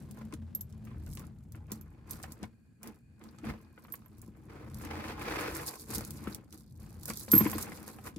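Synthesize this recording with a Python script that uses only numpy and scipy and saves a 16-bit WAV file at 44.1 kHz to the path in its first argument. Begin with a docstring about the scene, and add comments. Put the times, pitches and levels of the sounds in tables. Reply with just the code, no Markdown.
"""In a quiet room a hand opens a bag of strung plastic beads on a bed, a phone held close above it.
First come bead ticks, clicks and knocks over soft bedding booms; a small metal clasp rings as filtered
blows of high sine modes. From 4.5 s the bag is dragged in a long rustle of random noise contacts,
resonating in its folds. Near 7.3 s it drops: thumps drive the bedding modes and the clasp rings loudest,
then the beads rattle out."""
import sys
import numpy as np
from scipy import signal
from scipy.fft import rfft, irfft
from scipy.io import wavfile
from scipy.ndimage import uniform_filter1d

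SR = 44100
rng = np.random.default_rng(int(sys.argv[2]) if len(sys.argv) > 2 else 0)


def generate_wav(sig):
    """Save sig (samples, or channels by samples) to the path in sys.argv[1] as 16-bit PCM at SR."""
    pcm = np.round(np.clip(np.atleast_2d(sig).T, -1, 1) * 32767).astype(np.int16)
    wavfile.write(sys.argv[1], SR, pcm)


N = 360738
TIME = np.arange(N) / SR
PORT_LAG = 4  # samples by which the right port hears the bag late


def undb(db):
    """Turn dB into an amplitude factor."""
    return 10 ** (np.asarray(db) / 20)


def together(*db):
    """Level in dB of sounds whose powers add."""
    return 10 * np.log10(sum(undb(d) ** 2 for d in db))


def unit(x):
    """Scale to rms 1."""
    return x / np.sqrt(np.mean(x ** 2))


def colour(x, spectrum):
    """Causal filter through (Hz, dB) points, made from the cepstrum of the log gain."""
    hz, db = np.transpose(spectrum)
    grid = np.maximum(np.arange(513) * SR / 1024, 1)
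    cepstrum = irfft(np.log(undb(np.interp(np.log(grid), np.log(hz), db))))
    # fold the second half onto the first: minimum phase
    cepstrum[1:512] *= 2
    cepstrum[513:] = 0
    impulse = irfft(np.exp(rfft(cepstrum)))
    return signal.oaconvolve(x, impulse[None], axes=1)[:, :N]


def band(x, lo_hz, hi_hz):
    """Keep the range between two frequencies."""
    return signal.sosfilt(signal.butter(2, [lo_hz, hi_hz], "band", fs=SR, output="sos"), x)


def ring(x, modes):
    """Drive resonances (Hz, width in Hz, dB), neighbours of opposite sign."""
    return sum((-1) ** k * undb(db) * signal.lfilter(*signal.iirpeak(hz, hz / width, SR), x)
               for k, (hz, width, db) in enumerate(modes))


def decay(x, t60):
    """Let every impulse die by 60 dB in t60 seconds."""
    return signal.lfilter([1], [1, -1000. ** (-1 / (t60 * SR))], x)


def walk(rate):
    """Random levels held 1 / rate s and slewed; rms 1."""
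    hold = int(SR / rate)
    steps = np.repeat(rng.standard_normal(N // hold + 1), hold)
    return unit(uniform_filter1d(steps, hold)[:N])


def pair(alike):
    """Noise for the two microphone ports with the given likeness."""
    mid, side = rng.standard_normal((2, N))
    alike = np.clip(alike, 0, 1)
    return np.sqrt((1 + alike) / 2) * mid + np.sqrt((1 - alike) / 2) * side * np.array([[1], [-1]])


def grains(per_s, spread_db, t60, alike):
    """Random contacts of uneven strength, each a dying burst; mean power does not follow the rate."""
    chance = rng.random((2, N))
    strength = undb(-spread_db * np.log(1 - chance[1])) / np.sqrt(per_s)
    hits = (chance[0] < per_s / SR) * strength
    return decay(hits, t60) * pair(alike)


def late(x):
    """Delay the right port."""
    return np.array([x[0], np.roll(x[1], PORT_LAG)])


def add(out, s, sound):
    """Mix a short sound in at time s."""
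    i = int(s * SR)
    out[:, i:i + sound.shape[1]] += sound[:, :N - i]


# Slow handling of the bag. Each row: time in seconds, then control levels in dB of the deep boom,
# the hum of the first upper bedding mode, the steady rustle and the steady ticks.
HANDLING_LEVELS = [(0, -49.5, -51, -66.5, -64.5), (.5, -52.5, -53.5, -89.5, -90.5),
                   (1.02, -45, -55.5, -67.5, -74), (1.42, -51.5, -61, -89.5, -99),
                   (1.95, -58, -68, -63.5, -90), (2.25, -52.5, -61, -54, -85),
                   (2.47, -66, -61.5, -67.5, -100), (2.6, -67.5, -71, -103, -105),
                   (3.3, -65.5, -66.5, -69, -82), (4.12, -60, -70, -71, -87),
                   (4.85, -49.5, -50, -54, -81.5), (5.6, -49, -55, -79, -112), (5.8, -62, -65.5, -61, -53),
                   (6.099, -45, -57, -59.5, -63), (6.301, -51.5, -44, -49.5, -58),
                   (6.45, -64, -61, -64, -96), (6.75, -50, -63.5, -90.5, -69), (7.27, -54, -57, -59, -61.5),
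                   (7.45, -56, -38, -50, -47), (7.62, -67.5, -46.5, -63, -55), (7.77, -56, -63, -75, -75),
                   (7.83, -72, -61, -56.5, -67), (8.14, -60.5, -53.5, -68.5, -79)]
# Short moves of the bag. Each row: peak in seconds, time to fade 20 dB in seconds (0.01 at least),
# control levels in dB of rustle and ticks.
BAG_MOVES = [(0.178, 0.04, -52, -61), (0.219, -0.78, -49.5, -76), (0.34, -0.09, -49.5, -75),
             (0.875, 0.3, -57.5, -72.5), (1.075, 0.5, -64, -68), (1.185, 0.19, -53, -63),
             (1.555, 0.15, -56.5, -74.5), (1.715, 0.15, -51, -61), (2.104, 0.35, -54, -59),
             (2.32, -0.08, -61.5, -58), (2.439, 0.04, -47, -64), (2.861, 0.11, -48.5, -64),
             (3.223, 0.55, -57, -75), (3.46, 0.1656, -45, -59.5), (3.503, 0.02, -42, -70),
             (3.79, 1.5, -62, -68), (3.948, -0.22, -59, -63.5), (4.24, -0.46, -58, -72),
             (5.69, 0, -76.5, -38.5), (5.903, 0.2938, -45.5, -47), (5.959, -0.02, -50.5, -41.5),
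             (6.02, 0.03, -51, -73), (6.333, -0.16, -58, -53.5), (6.541, 0.13, -59.5, -58.5),
             (6.816, 2, -59.5, -68), (7.087, 0.2, -49.5, -48), (7.348, 0.62, -43, -46),
             (7.546, 0.55, -47.5, -53), (7.734, -0.28, -51, -53), (7.876, 0.13, -59, -57.5),
             (8.07, 0.04, -44, -54.5)]
# The long drag across the bed. Each row: time in seconds, control levels in dB of rustle and ticks.
LONG_DRAG = [(4.46, -80, -79), (4.503, -50.5, -82), (4.758, -62.5, -63), (4.821, -47.5, -59.5),
             (4.932, -45.5, -66.5), (5.119, -43.5, -57.5), (5.151, -49, -74), (5.223, -44, -51),
             (5.292, -40, -63.5), (5.424, -39, -51.5), (5.754, -51.5, -57), (5.84, -68, -76)]
RISE_DB_PER_S = 432  # how fast a move sets in
MOVE_BOOM_DB, MOVE_HUM_DB = -4, 1.5  # bedding control level relative to a move's rustle


def controls():
    """Ride boom, hum, rustle and ticks in dB: slow handling, long drag and every short move add power."""
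    t = TIME[::64]
    s, *columns = np.transpose(HANDLING_LEVELS)
    boom, hum, rustle, ticks = (np.interp(t, s, c) for c in columns)
    peak, fade, rustle_db, ticks_db = np.transpose(BAG_MOVES)[:, :, None]
    shape = -np.maximum(RISE_DB_PER_S * (peak - t), 20 * (t - peak) / np.maximum(fade, .01))
    moved = together(*(rustle_db + shape))
    shaken = together(*(ticks_db + shape))
    s, *columns = np.transpose(LONG_DRAG)
    dragged, rolled = (np.interp(t, s, c, -120, -120) for c in columns)
    levels = (together(boom, moved + MOVE_BOOM_DB),
              together(hum, moved + MOVE_HUM_DB),
              together(rustle, moved, dragged),
              together(ticks, shaken, rolled))
    return [np.interp(TIME, t, level) for level in levels]


# Tone of the room and hiss. Each row: frequency in Hz, relative density in dB per Hz.
ROOM_TONE = [(18, -38), (30, -9.5), (91, -2), (217, 3), (640, -31.5), (2050, -41.5), (3200, -49.5),
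             (5500, -47.5), (7000, -32.5), (12600, -39.5), (15200, -46.5), (16400, -62)]
# Faint narrow bands of hiss. Each row: centre in Hz, width in Hz, relative level in dB.
HISS_BANDS = [(1620, 120, -1.5), (2450, 44, -4), (4460, 280, -9.5)]
# Fader of those bands. Each row: time in seconds, level in dB.
HISS_FADER = [(.2, -81.5), (.55, -92.5), (.85, -78.5), (1.15, -82), (1.4, -104.5), (2.0, -79), (2.8, -82.5),
              (3.7, -74.5), (4.05, -93)]


def air():
    """Quiet room tone, alike at both ports below 500 Hz, microphone hiss and bands that come and go."""
    low = signal.sosfilt(signal.butter(2, 500, fs=SR, output="sos"), pair(0.58))
    high = signal.sosfilt(signal.butter(2, 500, "high", fs=SR, output="sos"), pair(0.043))
    tone = unit(colour(low + high, ROOM_TONE)) * undb(-64.5)
    bands = sum(undb(db) * unit(ring(pair(0.15), [(hz, width, 0)])) for hz, width, db in HISS_BANDS)
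    return tone + bands * undb(np.interp(TIME, *np.transpose(HISS_FADER)))


# Deep modes of the bedding. Each row: frequency in Hz, width in Hz, relative level in dB.
BED_LOW_MODES = [(50.4, 7.9, -1.5), (85.3, 7.9, 3), (113, 7.1, 2), (142, 54, -4.5)]
# Upper modes of the bedding. Each row: frequency in Hz, width in Hz, relative level in dB.
BED_UPPER_MODES = [(216.5, 12.6, 1.5), (310.2, 36.4, -1), (464, 10, -10.5)]


def bedding(boom_db, hum_db, rustle_db):
    """The mattress booms as it is pressed; the dragged bag wakes its upper modes by random contacts."""
    boom = unit(ring(ring(pair(0.99), BED_LOW_MODES), [(84, 135, 0)]))
    boom *= undb(boom_db + 2.5 + 1.9 * walk(15))
    hum = unit(ring(grains(600, 0.5, 0.03, 0.74), BED_UPPER_MODES[:1]))
    hum *= undb(hum_db + 1.31 * walk(25))
    slide = undb(0.91 * (rustle_db + 49) - 53.5)
    contacts = unit(grains(500, 0.35, 0.012, 0.98)) * slide
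    scrape = ring(contacts, BED_UPPER_MODES[1:]) * undb(28)
    return boom + hum + scrape


# Tone of the rustle. Each row: frequency in Hz, relative density in dB per Hz.
RUSTLE_TONE = [(250, -29.5), (430, 1), (680, -7.5), (1020, -4.5), (2550, -9.5), (2850, -18), (5000, -20),
               (8000, -30.5)]
# Folds of the beaded wall. Each row: frequency in Hz, width in Hz, relative level in dB.
WALL_FOLDS = [(842, 55, 6.5), (1038, 76, 5.5), (1344, 160, 0), (1986, 36, -15.5), (2390, 400, -4.5)]


def sliding(db):
    """Dull dragging contacts and sparser clacks in wavering folds; harder moves are denser, brighter."""
    per_s = np.clip(350 * undb(0.65 * (db + 56)), 80, 2000)
    drag = unit(colour(late(grains(per_s, 1.7, 0.024, 0.46)), RUSTLE_TONE))
    dull = signal.sosfilt(signal.butter(2, 1900, fs=SR, output="sos"), drag)
    brightness = np.minimum(undb(0.49 * (db + 44.5)), 1.1)
    folds = np.zeros((2, N))
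    for fold in WALL_FOLDS:
        clacks = late(grains(per_s / 2.2, 2.16, 0.012, 0.3))
        folds += ring(clacks, [fold]) * undb(4.5 * walk(11))
    rustle = dull + (drag - dull) * brightness + undb(-5.5) * unit(folds)
    return rustle * undb(db - 3.5 + 0.8 * walk(25))


# Tone of the ticks. Each row: frequency in Hz, relative density in dB per Hz.
TICK_TONE = [(1800, -40), (3600, -3), (4360, 1.5), (12200, 1), (15300, -5), (16400, -23)]


def swarm(db):
    """Small bead ticks; larger and smaller beads sound in their own range and at their own moments."""
    per_s = np.clip(150 * undb(0.61 * (db + 67)), 30, 800)
    ranges_hz = ((3200, 5150), (5000, 22000), (8000, 22000))
    ticks = sum(band(grains(per_s, 3.25, 0.011, 0.045), lo_hz, hi_hz) for lo_hz, hi_hz in ranges_hz)
    tilt_db = np.array([[-1.2], [1.2]])  # left, right
    return unit(colour(ticks, TICK_TONE)) * undb(db + 0.5 + 3.16 * walk(28) + tilt_db)


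# Single bead clicks. Each row: start in seconds, relative peak in dB, centre in Hz.
BEAD_CLICKS = [(0.111, -41.5, 10500), (0.3247, -47, 4500), (0.338, -37.5, 5240), (0.55, -34, 10700),
               (0.609, -35, 10400), (0.726, -53, 5960), (0.851, -50, 10100), (1.0637, -48.5, 7240),
               (1.1288, -47, 6260), (1.1515, -38, 12700), (1.1723, -36.5, 4630), (1.195, -40.5, 9000),
               (1.5217, -45, 10400), (1.7186, -27, 10300), (1.812, -49, 8550), (2.1092, -29.5, 11300),
               (2.1327, -37.5, 5330), (2.2285, -38, 9970), (2.2342, -33.5, 5940), (2.321, -35.5, 11300),
               (2.43, -37, 4540), (2.831, -36.5, 10950), (2.874, -40, 8600), (3.239, -48, 5950),
               (3.386, -46, 4830), (3.923, -41, 12100), (3.955, -41.5, 11500), (4.183, -52.5, 11500),
               (4.217, -42.5, 13000), (5.0834, -39, 4000), (5.567, -32.5, 11700), (5.671, -28, 11600),
               (5.903, -51, 11400), (5.957, -26.5, 12000), (5.982, -28, 9800), (6.0497, -34.5, 11300),
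               (6.079, -47.5, 11900), (6.107, -32, 10900), (6.307, -47, 12000), (6.347, -32, 9000),
               (6.526, -40.5, 6200), (7.0327, -37, 8950), (7.056, -29, 11200), (7.135, -35, 7050),
               (7.196, -33, 12300), (7.233, -37, 12000), (7.317, -16.5, 11200), (7.353, -24, 12200),
               (7.381, -24.5, 12300), (7.499, -32, 11740), (7.5153, -27.5, 11700), (7.582, -29, 11500),
               (7.6273, -29, 10200), (8.162, -40.5, 4530)]


def clicks():
    """A sharp noise crack around each contact's own pitch, then a fainter chatter of the neighbours."""
    out, t = np.zeros((2, N)), TIME[:SR // 10]
    attack = 1 - np.exp(-t / 0.0001)
    shape = (undb(10.5) * 1000. ** (-t / 0.0015) + 1000. ** (-t / 0.024)) * attack
    tilt_db = np.array([[-1.2], [1.2]])  # left, right
    for s, db, hz in BEAD_CLICKS:
        burst = rng.standard_normal((2, len(t))) * shape
        crack = band(burst, .5 * hz, min(2.03 * hz, 17000))
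        chatter = undb(-20) * band(burst, 990, 17000)
        add(out, s, (crack + chatter) * undb(db - 3.5 + tilt_db))
    return out


# Dull knocks of the beaded wall. Each row: start in seconds, relative peak in dB, pitch in Hz.
WALL_KNOCKS = [(0.325, -41.5, 1060), (0.871, -46.5, 1180), (0.913, -47.5, 1040), (1.07, -46.5, 1480),
               (1.173, -45, 1170), (1.199, -45, 1120), (1.239, -48, 1300), (1.548, -45.5, 1410),
               (2.24, -35, 766), (2.436, -34, 730), (2.831, -45, 2400), (2.842, -42, 877),
               (3.213, -46.5, 1220), (3.385, -48.5, 1285), (3.442, -35.5, 684), (3.777, -44, 1480),
               (3.849, -45, 960), (3.883, -49.5, 1230), (3.94, -38.5, 1114), (4.059, -50.5, 1030),
               (5.931, -34.5, 1094), (6.007, -34.5, 596), (6.249, -51, 1320), (6.272, -30.5, 1315),
               (7.085, -33.5, 1460), (7.103, -29.5, 1127), (7.28, -37.5, 530), (7.334, -19.5, 1420),
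               (7.358, -34, 1110), (7.388, -43, 1340), (7.407, -23, 1067), (7.453, -28.5, 2230),
               (7.465, -24, 985), (7.531, -28.5, 1060), (7.583, -30, 1100), (7.601, -36.5, 1190),
               (7.668, -41, 1530), (7.72, -36, 2070), (7.797, -48, 960), (7.886, -44, 1040),
               (7.986, -41, 780), (8.055, -45, 1260)]


def knocks():
    """The beaded wall rings briefly at the pitch of the struck fold, over a short noise rattle."""
    out, t = np.zeros((2, N)), TIME[:SR // 10]
    for s, db, hz in WALL_KNOCKS:
        noise = rng.standard_normal((3, len(t)))
        burst = (noise[0] + 0.77 * noise[1:]) * 1000. ** (-t / 0.039)  # shared plus each port's own
        rattle = band(band(burst, 290, 2500), 260, 3050)
        tone = np.sin(2 * np.pi * hz * t) * 1000. ** (-t / 0.043)
        add(out, s, late(undb(db - 6.5) * tone + undb(db + 0.5) * rattle))
    return out


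def blows(times, db):
    """Soft 2.7 ms pushes, stronger at the left port."""
    out = np.zeros((2, N))
    out[:, (times * SR).astype(int)] = undb(db + np.array([[1.2], [-1.2]]))
    return signal.oaconvolve(out, np.hanning(int(0.0027 * SR))[None], axes=1)[:, :N]


# The bag thumps the bedding. Each row: start in seconds, relative peak in dB,
# upper modes above the first in dB relative to that peak.
BAG_THUMPS = [(0.33, -32.5, 2), (1.719, -32, -17.5), (2.428, -28, -7.5), (3.432, -34.5, 2),
              (4.282, -37.5, -12.5), (5.975, -26, -4.5), (6.274, -25, -29), (7.097, -29, -9),
              (7.332, -9, -0.5), (7.357, -16.5, 0), (7.408, -12.5, -6.5), (7.456, -18, 1.5),
              (7.552, -27, 0.5), (8.161, -30, -2.5)]
# Dead first swing of a thump. Each row: frequency in Hz, width in Hz, relative level in dB.
THUMP_SWING = [(304, 140, 6.5)]


def thumps():
    """Each landing pushes the bedding: a dead first swing, then its deep and upper modes ring."""
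    s, db, above_db = np.transpose(BAG_THUMPS)
    swing = ring(blows(s, db), THUMP_SWING)
    deep = ring(blows(s, db + 4.5), BED_LOW_MODES[2:])
    first = ring(blows(s, db + 9), BED_UPPER_MODES[:1])
    above = ring(blows(s, db + above_db + 17), BED_UPPER_MODES[1:])
    return swing + deep + first - above


# The clasp is struck. Each row: start in seconds, relative peak in dB, left minus right in dB,
# ring length as a share of the free ring.
CLASP_BLOWS = [(0.5496, -22, -3, 0.37), (0.6103, -32.5, 3, 0.28), (1.718, -44, -15, 0.47),
               (1.811, -47, -11, 0.48), (2.11, -33, -10, 0.56), (3.839, -56, -10, .3),
               (3.922, -37, -11.5, 0.46), (3.9383, -29, -11, 0.21), (4.06, -49, -11, 0.18),
               (4.785, -48.5, -12, .5), (7.08, -41.5, -4, 0.86), (7.169, -39.5, -12, 0.72),
               (7.318, -16, -3, 0.9), (7.337, -14, -14, 0.51), (7.3515, -12.5, -1, 1.4),
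               (7.3792, -7, -4.5, 0.65), (7.474, -29, 0, 0.64), (7.534, -28.5, 1, 0.51)]
# Modes of the clasp. Each row: ratio to the main mode, relative level in dB,
# free ring time to -60 dB in seconds.
CLASP_MODES = [(1, 0, .11), (1.005, -11, .07), (.978, -14, .03), (.615, -27, .08)]
LOOSE_HZ, HELD_HZ, HELD_S = 12810, 12925, (3.8, 4.1)  # main mode loose, and while the hand lies on it


def clasp(ticks):
    """Thin metal: high modes woken unevenly, shaken and cut short by touching beads; ticks whisper in it."""
    out, t = np.zeros((2, N)), TIME[:SR // 5]
    attack = 1 - np.exp(-t / 0.00051)
    for s, db, pan_db, free in CLASP_BLOWS:
        main_hz = HELD_HZ if HELD_S[0] < s < HELD_S[1] else LOOSE_HZ
        for ratio, mode_db, t60 in CLASP_MODES:
            size, turn = rng.standard_normal(2)
            port_phase = np.array([[0], [1.3 + 0.47 * turn]])
            tone = np.sin(2 * np.pi * main_hz * ratio * t + port_phase)
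            gain = undb(db + mode_db + 1.9 * size + np.array([[pan_db], [-pan_db]]) / 2)
            add(out, s, gain * tone * 1000. ** (-t / (t60 * max(free, .1))) * attack)
    whisper = ring(ticks, [(LOOSE_HZ, 60, 3)])
    return out * undb(2.5 * walk(35)) + whisper


def room(x):
    """A short diffuse noise tail, unrelated left and right, starting after 3 ms."""
    t = TIME[:SR // 3]
    tail = rng.standard_normal((2, len(t))) * 1000. ** (-t / 0.077) * (t > .003)
    tail /= np.sqrt(np.sum(tail ** 2) / 2)
    return signal.oaconvolve(x, tail, axes=1)[:, :N] * undb(-8)


def scene():
    """Mix the bag with its room tail, the bedding slightly to the left, and the air."""
    boom_db, hum_db, rustle_db, ticks_db = controls()
    ticks = swarm(ticks_db)
    bag = sliding(rustle_db) + ticks + clicks() + knocks() + clasp(ticks)
    bed = bedding(boom_db, hum_db, rustle_db) + thumps()
    return bag + room(bag) + bed * undb([[.8], [-.8]]) + air()


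def record(dry):
    """The phone drops the deepest bass, rounds the loudest peaks and cuts the top."""
    dry = signal.sosfilt(signal.butter(5, 44, "high", fs=SR, output="sos"), dry)
    rounded = np.tanh(dry)
    return signal.sosfilt(signal.ellip(8, .2, 70, 15900, fs=SR, output="sos"), rounded)


dry = scene()
out = record(dry)
generate_wav(out)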